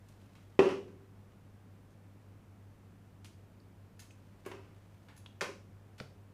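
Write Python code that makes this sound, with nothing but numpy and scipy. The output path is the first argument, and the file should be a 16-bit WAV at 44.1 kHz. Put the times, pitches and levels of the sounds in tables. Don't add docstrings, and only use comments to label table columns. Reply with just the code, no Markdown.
import sys
import numpy as np
from scipy import signal
from scipy.fft import rfft, irfft
from scipy.io import wavfile
from scipy.ndimage import uniform_filter1d

SR = 44100
rng = np.random.default_rng(int(sys.argv[2]) if len(sys.argv) > 2 else 0)


def transcribe(signal):
    frames = np.atleast_2d(signal).T
    limited = np.clip(frames, -1, 1)
    pcm = np.round(limited * 32767).astype(np.int16)
    wavfile.write(sys.argv[1], SR, pcm)


N = 279549
HZ = np.fft.rfftfreq(N, 1 / SR)
T = np.arange(2 ** 15) / SR

# start_s, level_db, centre_hz, spread_octaves, grit_db
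SNAPS = [(0.5922, -7, 2470, 0.19, -28), (1.32, -49, 2530, 0.46, -70), (3.2565, -35, 2850, 0.23, -39),
         (3.6004, -46, 4630, .1, -70), (4.1072, -36.5, 2550, 0.16, -42), (4.518, -28.5, 2750, 0.21, -55),
         (5.26, -33, 1750, 0.94, -43), (5.2609, -27.5, 3220, 0.15, -61), (5.409, -10.5, 1880, 0.32, -15),
         (6.0004, -19.5, 1800, 0.75, -44), (6.0006, -27, 4670, 0.14, -50)]
# start_s, level_db, centre_hz, decay_s
CRUNCHES = [(0.3526, -37.5, 2620, .0044), (1.168, -60, 4770, .01), (4.451, -32.5, 2160, .0095),
            (5.0847, -33, 1990, 0.01), (5.9807, -32, 3880, 0.018)]
# frequency_hz, gain_db
CRACK_RADIATION = [(100, 2), (500, 14.5), (9000, -5), (15000, -10)]
# start_s, scratch_db, centre_hz, ring_db
CLINKS = [(0.086, -40.5, 7500, -88), (1.905, -53, 8000, -90), (3.2456, -31, 4800, -72),
          (3.9934, -34.5, 4500, -64), (4, -31.5, 8500, -76), (4.021, -37.5, 4800, -79),
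          (4.4612, -31.5, 13000, -69), (5.1648, -41, 8000, -73), (5.176, -38.5, 8500, -68.5)]
# pitch_hz, level_db, t60_s
STEEL_MODES = [(1760, 4, .045), (2624, 4, 0.045), (4050, -8, .12), (4850, -3, 0.065), (6380, 1, 0.14),
               (6840, 5, .04), (10700, 6, 0.042), (11000, 1, .06), (11700, -7, .04)]
# start_s, clatter_db, hardness_hz, boom_db, corner_to_face_s, flight_s
PIECES = [(0.5912, -4.5, 2780, -13, .0104, .065), (4.4622, -21.5, 1850, -39.5, .0052, .0104),
          (4.515, -23, 3300, -50, .0051, .031), (5.414, -9, 4740, -35, 0.0071, .013)]
# start_s, level_db, decay_s
CRUMBS = [(0.622, -11.5, 0.053), (0.688, -14, 0.028), (0.88, -36.5, 0.0079), (4.634, -35, .047)]
# pitch_hz, level_db, t60_s
FLOOR_MODES = [(223, -25.5, 0.29), (273, -18.5, 0.15), (321, -16, 0.065), (369.6, -4.5, 0.058),
               (394.8, 1.5, 0.074), (352, -36, 0.28), (414, -8, 0.051), (483.7, -7, 0.087),
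               (482, -33, 0.33), (550, -16, 0.13), (657, -26.5, 0.14), (761, -16.5, 0.052),
               (796, -10, 0.056), (941, -24, 0.12), (1197, -22, .15), (1890, -24, 0.033),
               (2270, -28, 0.016), (2760, -10, 0.019)]
# frequency_hz, gain_db
WALL_SPECTRUM = [(30, -45), (90, -23), (170, 0), (400, 5), (520, 3.5), (660, 1), (820, -3.5), (1150, 5),
                 (1500, -1.5), (1900, -3), (2900, -2.5), (3700, -13), (5500, -10.5), (8000, -17.5),
                 (11000, -16.5), (15000, -25)]
# pitch_hz, level_db, t60_s
CASTING_MODES = [(137.5, -47, 0.34), (197, -38, 0.066)]
# start_s, length_s, level_db
RUSTLES = [(0, 0.68, -76.5), (4.13, 0.39, -76), (4.7, .42, -79)]
# frequency_hz, gain_db
GLOVE_SPECTRUM = [(300, -6), (900, 2), (3000, -1), (6000, -7), (10000, -11.5), (15000, -17)]
# frequency_hz, t60_s
ROOM_DECAY = [(100, 1), (250, 0.71), (400, 0.51), (1000, 0.27), (3000, 0.34), (6000, .41), (10000, 0.35),
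              (15000, 0.2)]
# frequency_hz, gain_db
AIR_SPECTRUM = [(20, -10), (40, -8), (75, -1.5), (125, -0.5), (165, 2), (250, -3), (370, -7.5), (570, -11),
                (800, -14), (1500, -19.5), (2800, -26), (4000, -31.5), (8000, -34.5), (15000, -37.5)]
# pitch_hz, level_db
MOTOR_TONES = [(49.2, -72.5), (100.1, -59.5), (199.7, -70.5), (279, -77.5)]
# centre_hz, half_width_hz, level_db
MOTOR_DRONE = (94.5, 8, -66)


def snaps(snap_s=0.0029, grit_s=0.02, grit_pitch_ratio=2.8, grit_octaves=0.42):
    out = np.zeros(N)
    for start_s, level_db, centre_hz, octaves, grit_db in SNAPS:
        split = in_room(crack(centre_hz, octaves, snap_s), room_db=-8)
        grit = in_room(crack(grit_pitch_ratio * centre_hz, grit_octaves, grit_s), room_db=-6)
        add(out, start_s, amp(level_db) * split + amp(grit_db) * grit)
    return out


def crack(centre_hz, octaves, decay_s):
    def colour_db(hz):
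        away = np.log2((hz + 1) / centre_hz) / octaves
        return curve(CRACK_RADIATION, hz) - 20 * np.log10(1 + away ** 2 / 2 + (away / 3.05) ** 8)
    return burst(colour_db, decay_s)


def crunches(octaves=1):
    out = np.zeros(N)
    for start_s, level_db, centre_hz, decay_s in CRUNCHES:
        add(out, start_s, amp(level_db) * in_room(crack(centre_hz, octaves, decay_s), room_db=3))
    return out


def clinks():
    out = np.zeros(N)
    for start_s, scratch_db, centre_hz, ring_db in CLINKS:
        scratch = amp(scratch_db) * crack(centre_hz, octaves=0.91, decay_s=0.0078)
        jaws = amp(ring_db) * ring(STEEL_MODES, scatter_db=1.5)
        add(out, start_s, in_room(scratch + jaws, room_db=-1))
    return out


def falling_pieces(rise_s=0.0016, contact_s=0.0037, face_db=-5, echo_s=0.0757, echo_db=-7.5):
    rattle_step_db, boom_step_db = -12, -12.5
    rattle_room_db, boom_room_db = 1, -5
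    out = np.zeros(N)
    floor = band(ring(FLOOR_MODES), low_hz=261, high_hz=5000)
    floor *= 1 - np.exp(-T / rise_s)
    for start_s, clatter_db, hardness_hz, boom_db, tip_s, flight_s in PIECES:
        thud = floor.copy()
        add(thud, tip_s, amp(face_db) * floor)
        echo = band(thud, low_hz=243, high_hz=594)
        add(out, start_s + echo_s, amp(boom_db + echo_db) * echo)
        for bounce in range(3):
            landing_s = start_s + bounce * flight_s
            rattle = clatter(hardness_hz, contact_s)
            add(rattle, tip_s, amp(face_db) * clatter(hardness_hz, contact_s))
            rattle *= amp(clatter_db + rattle_step_db * bounce)
            boom = amp(boom_db + boom_step_db * bounce) * thud
            add(out, landing_s, rattle + boom)
            add(out, landing_s, reflections(amp(rattle_room_db) * rattle + amp(boom_room_db) * boom))
    return out


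def clatter(hardness_hz, decay_s, steep_ratio=2.86, bass_ratio=24):
    def colour_db(hz):
        gentle = 1 + (hz / hardness_hz) ** 2
        steep = 1 + (hz / (steep_ratio * hardness_hz)) ** 6
        bass_loss_db = 20 * np.log10(1 + (hardness_hz / bass_ratio / (hz + 1)) ** 4)
        return curve(WALL_SPECTRUM, hz) - 10 * np.log10(gentle * steep) - bass_loss_db
    return burst(colour_db, decay_s)


def crumbs(hardness_hz=3530):
    out = np.zeros(N)
    for start_s, level_db, decay_s in CRUMBS:
        add(out, start_s, amp(level_db) * in_room(clatter(hardness_hz, decay_s), room_db=1))
    return out


def casting_jolt(start_s=6.0073, knock_db=-22):
    out = np.zeros(N)
    knock = crack(centre_hz=495, octaves=0.33, decay_s=0.0073)
    add(out, start_s, amp(knock_db) * in_room(knock, room_db=-6))
    add(out, start_s, ring(CASTING_MODES))
    return out


def gloves(grain_db=4, fade_s=0.05):
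    noise = rng.standard_normal(N)
    roughness = unit(uniform_filter1d(rng.standard_normal(N), size=400))
    hiss = coloured(noise * amp(grain_db * roughness), amp(curve(GLOVE_SPECTRUM, HZ)))
    envelope = np.zeros(N)
    for start_s, length_s, level_db in RUSTLES:
        t = np.arange(0, length_s, 1 / SR)
        fade = np.minimum(np.minimum(t, length_s - t) / fade_s, 1)
        add(envelope, start_s, amp(level_db) * fade)
    return envelope * hiss


def reflections(sound, gap_s=0.0026, build_s=0.001):
    hz, t, spectra = signal.stft(rng.standard_normal(len(T)), SR, nperseg=256)
    decay = amp(-60 * t / curve(ROOM_DECAY, hz)[:, None])
    tail = signal.istft(spectra * decay, SR, nperseg=256)[1][:len(T)]
    build_up = 1 - np.exp(-np.maximum(T - gap_s, 0) / build_s)
    spectrum = rfft(tail * build_up)
    spectrum /= np.sqrt(uniform_filter1d(abs(spectrum) ** 2, size=30))
    tail = irfft(spectrum) * (T > gap_s)
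    return signal.fftconvolve(sound, tail[:-4096])


def in_room(sound, room_db):
    heard = amp(room_db) * reflections(sound)
    add(heard, 0, sound)
    return heard


def ventilation(level_db=-61.5):
    return amp(level_db) * coloured(rng.standard_normal(N), amp(curve(AIR_SPECTRUM, HZ)))


def motor_hum():
    t = np.arange(N) / SR
    tones = sum(amp(db) * np.sqrt(2) * np.sin(2 * np.pi * (hz * t + rng.random()))
                for hz, db in MOTOR_TONES)
    centre_hz, half_width_hz, drone_db = MOTOR_DRONE
    resonance = 1 / (1 + ((HZ - centre_hz) / half_width_hz) ** 2)
    return tones + amp(drone_db) * coloured(rng.standard_normal(N), resonance)


def burst(colour_db, decay_s, size=8192, onset_s=0.0001):
    t, hz = T[:size], np.fft.rfftfreq(size, 1 / SR)
    contacts = rng.standard_normal(size) * np.sqrt(rng.exponential(1, size))
    envelope = np.exp(-t / decay_s) * (1 - np.exp(-t / onset_s))
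    spectrum = rfft(contacts * envelope)
    spectrum /= np.sqrt(uniform_filter1d(abs(spectrum) ** 2, size=160) + 1e-12)
    spray = irfft(spectrum)[:size // 2]
    log_gain = np.log(amp(np.maximum(colour_db(hz), -70)))
    mirrored = np.r_[log_gain, log_gain[-2:0:-1]]
    minimum_phase = np.exp(np.conj(signal.hilbert(mirrored)))[:len(hz)]
    sound = signal.fftconvolve(spray, irfft(minimum_phase)[:size // 2])
    return np.pad(sound, (0, len(T) - len(sound))) / np.linalg.norm(sound)


def ring(modes, scatter_db=0):
    return sum(amp(db + scatter_db * rng.standard_normal() - 60 * T / t60_s) * np.sin(2 * np.pi * hz * T)
               for hz, db, t60_s in modes)


def band(sound, low_hz, high_hz):
    return signal.sosfilt(signal.butter(2, [low_hz, high_hz], "band", fs=SR, output="sos"), sound)


def coloured(noise, gain):
    return unit(irfft(rfft(noise) * gain, N))


def curve(points, hz):
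    points_hz, values = np.transpose(points)
    return np.interp(np.log(hz + 1), np.log(points_hz + 1), values)


def amp(db):
    return 10 ** (np.asarray(db) / 20)


def unit(x):
    return x / np.sqrt(np.mean(abs(x) ** 2) + 1e-20)


def add(mix, start_s, sound):
    part = mix[round(start_s * SR):][:len(sound)]
    part += sound[:len(part)]


def scene():
    tub = falling_pieces() + crumbs()
    nippers = snaps() + crunches() + clinks()
    hands = casting_jolt() + gloves()
    return (tub + nippers + hands + ventilation() + motor_hum())[None]


def record(dry, cutoff_hz=15500):
    low_pass = signal.firwin(255, cutoff_hz, window=("kaiser", 8), fs=SR)
    return signal.oaconvolve(dry, low_pass[None], "same")


dry = scene()
out = record(dry)
transcribe(out)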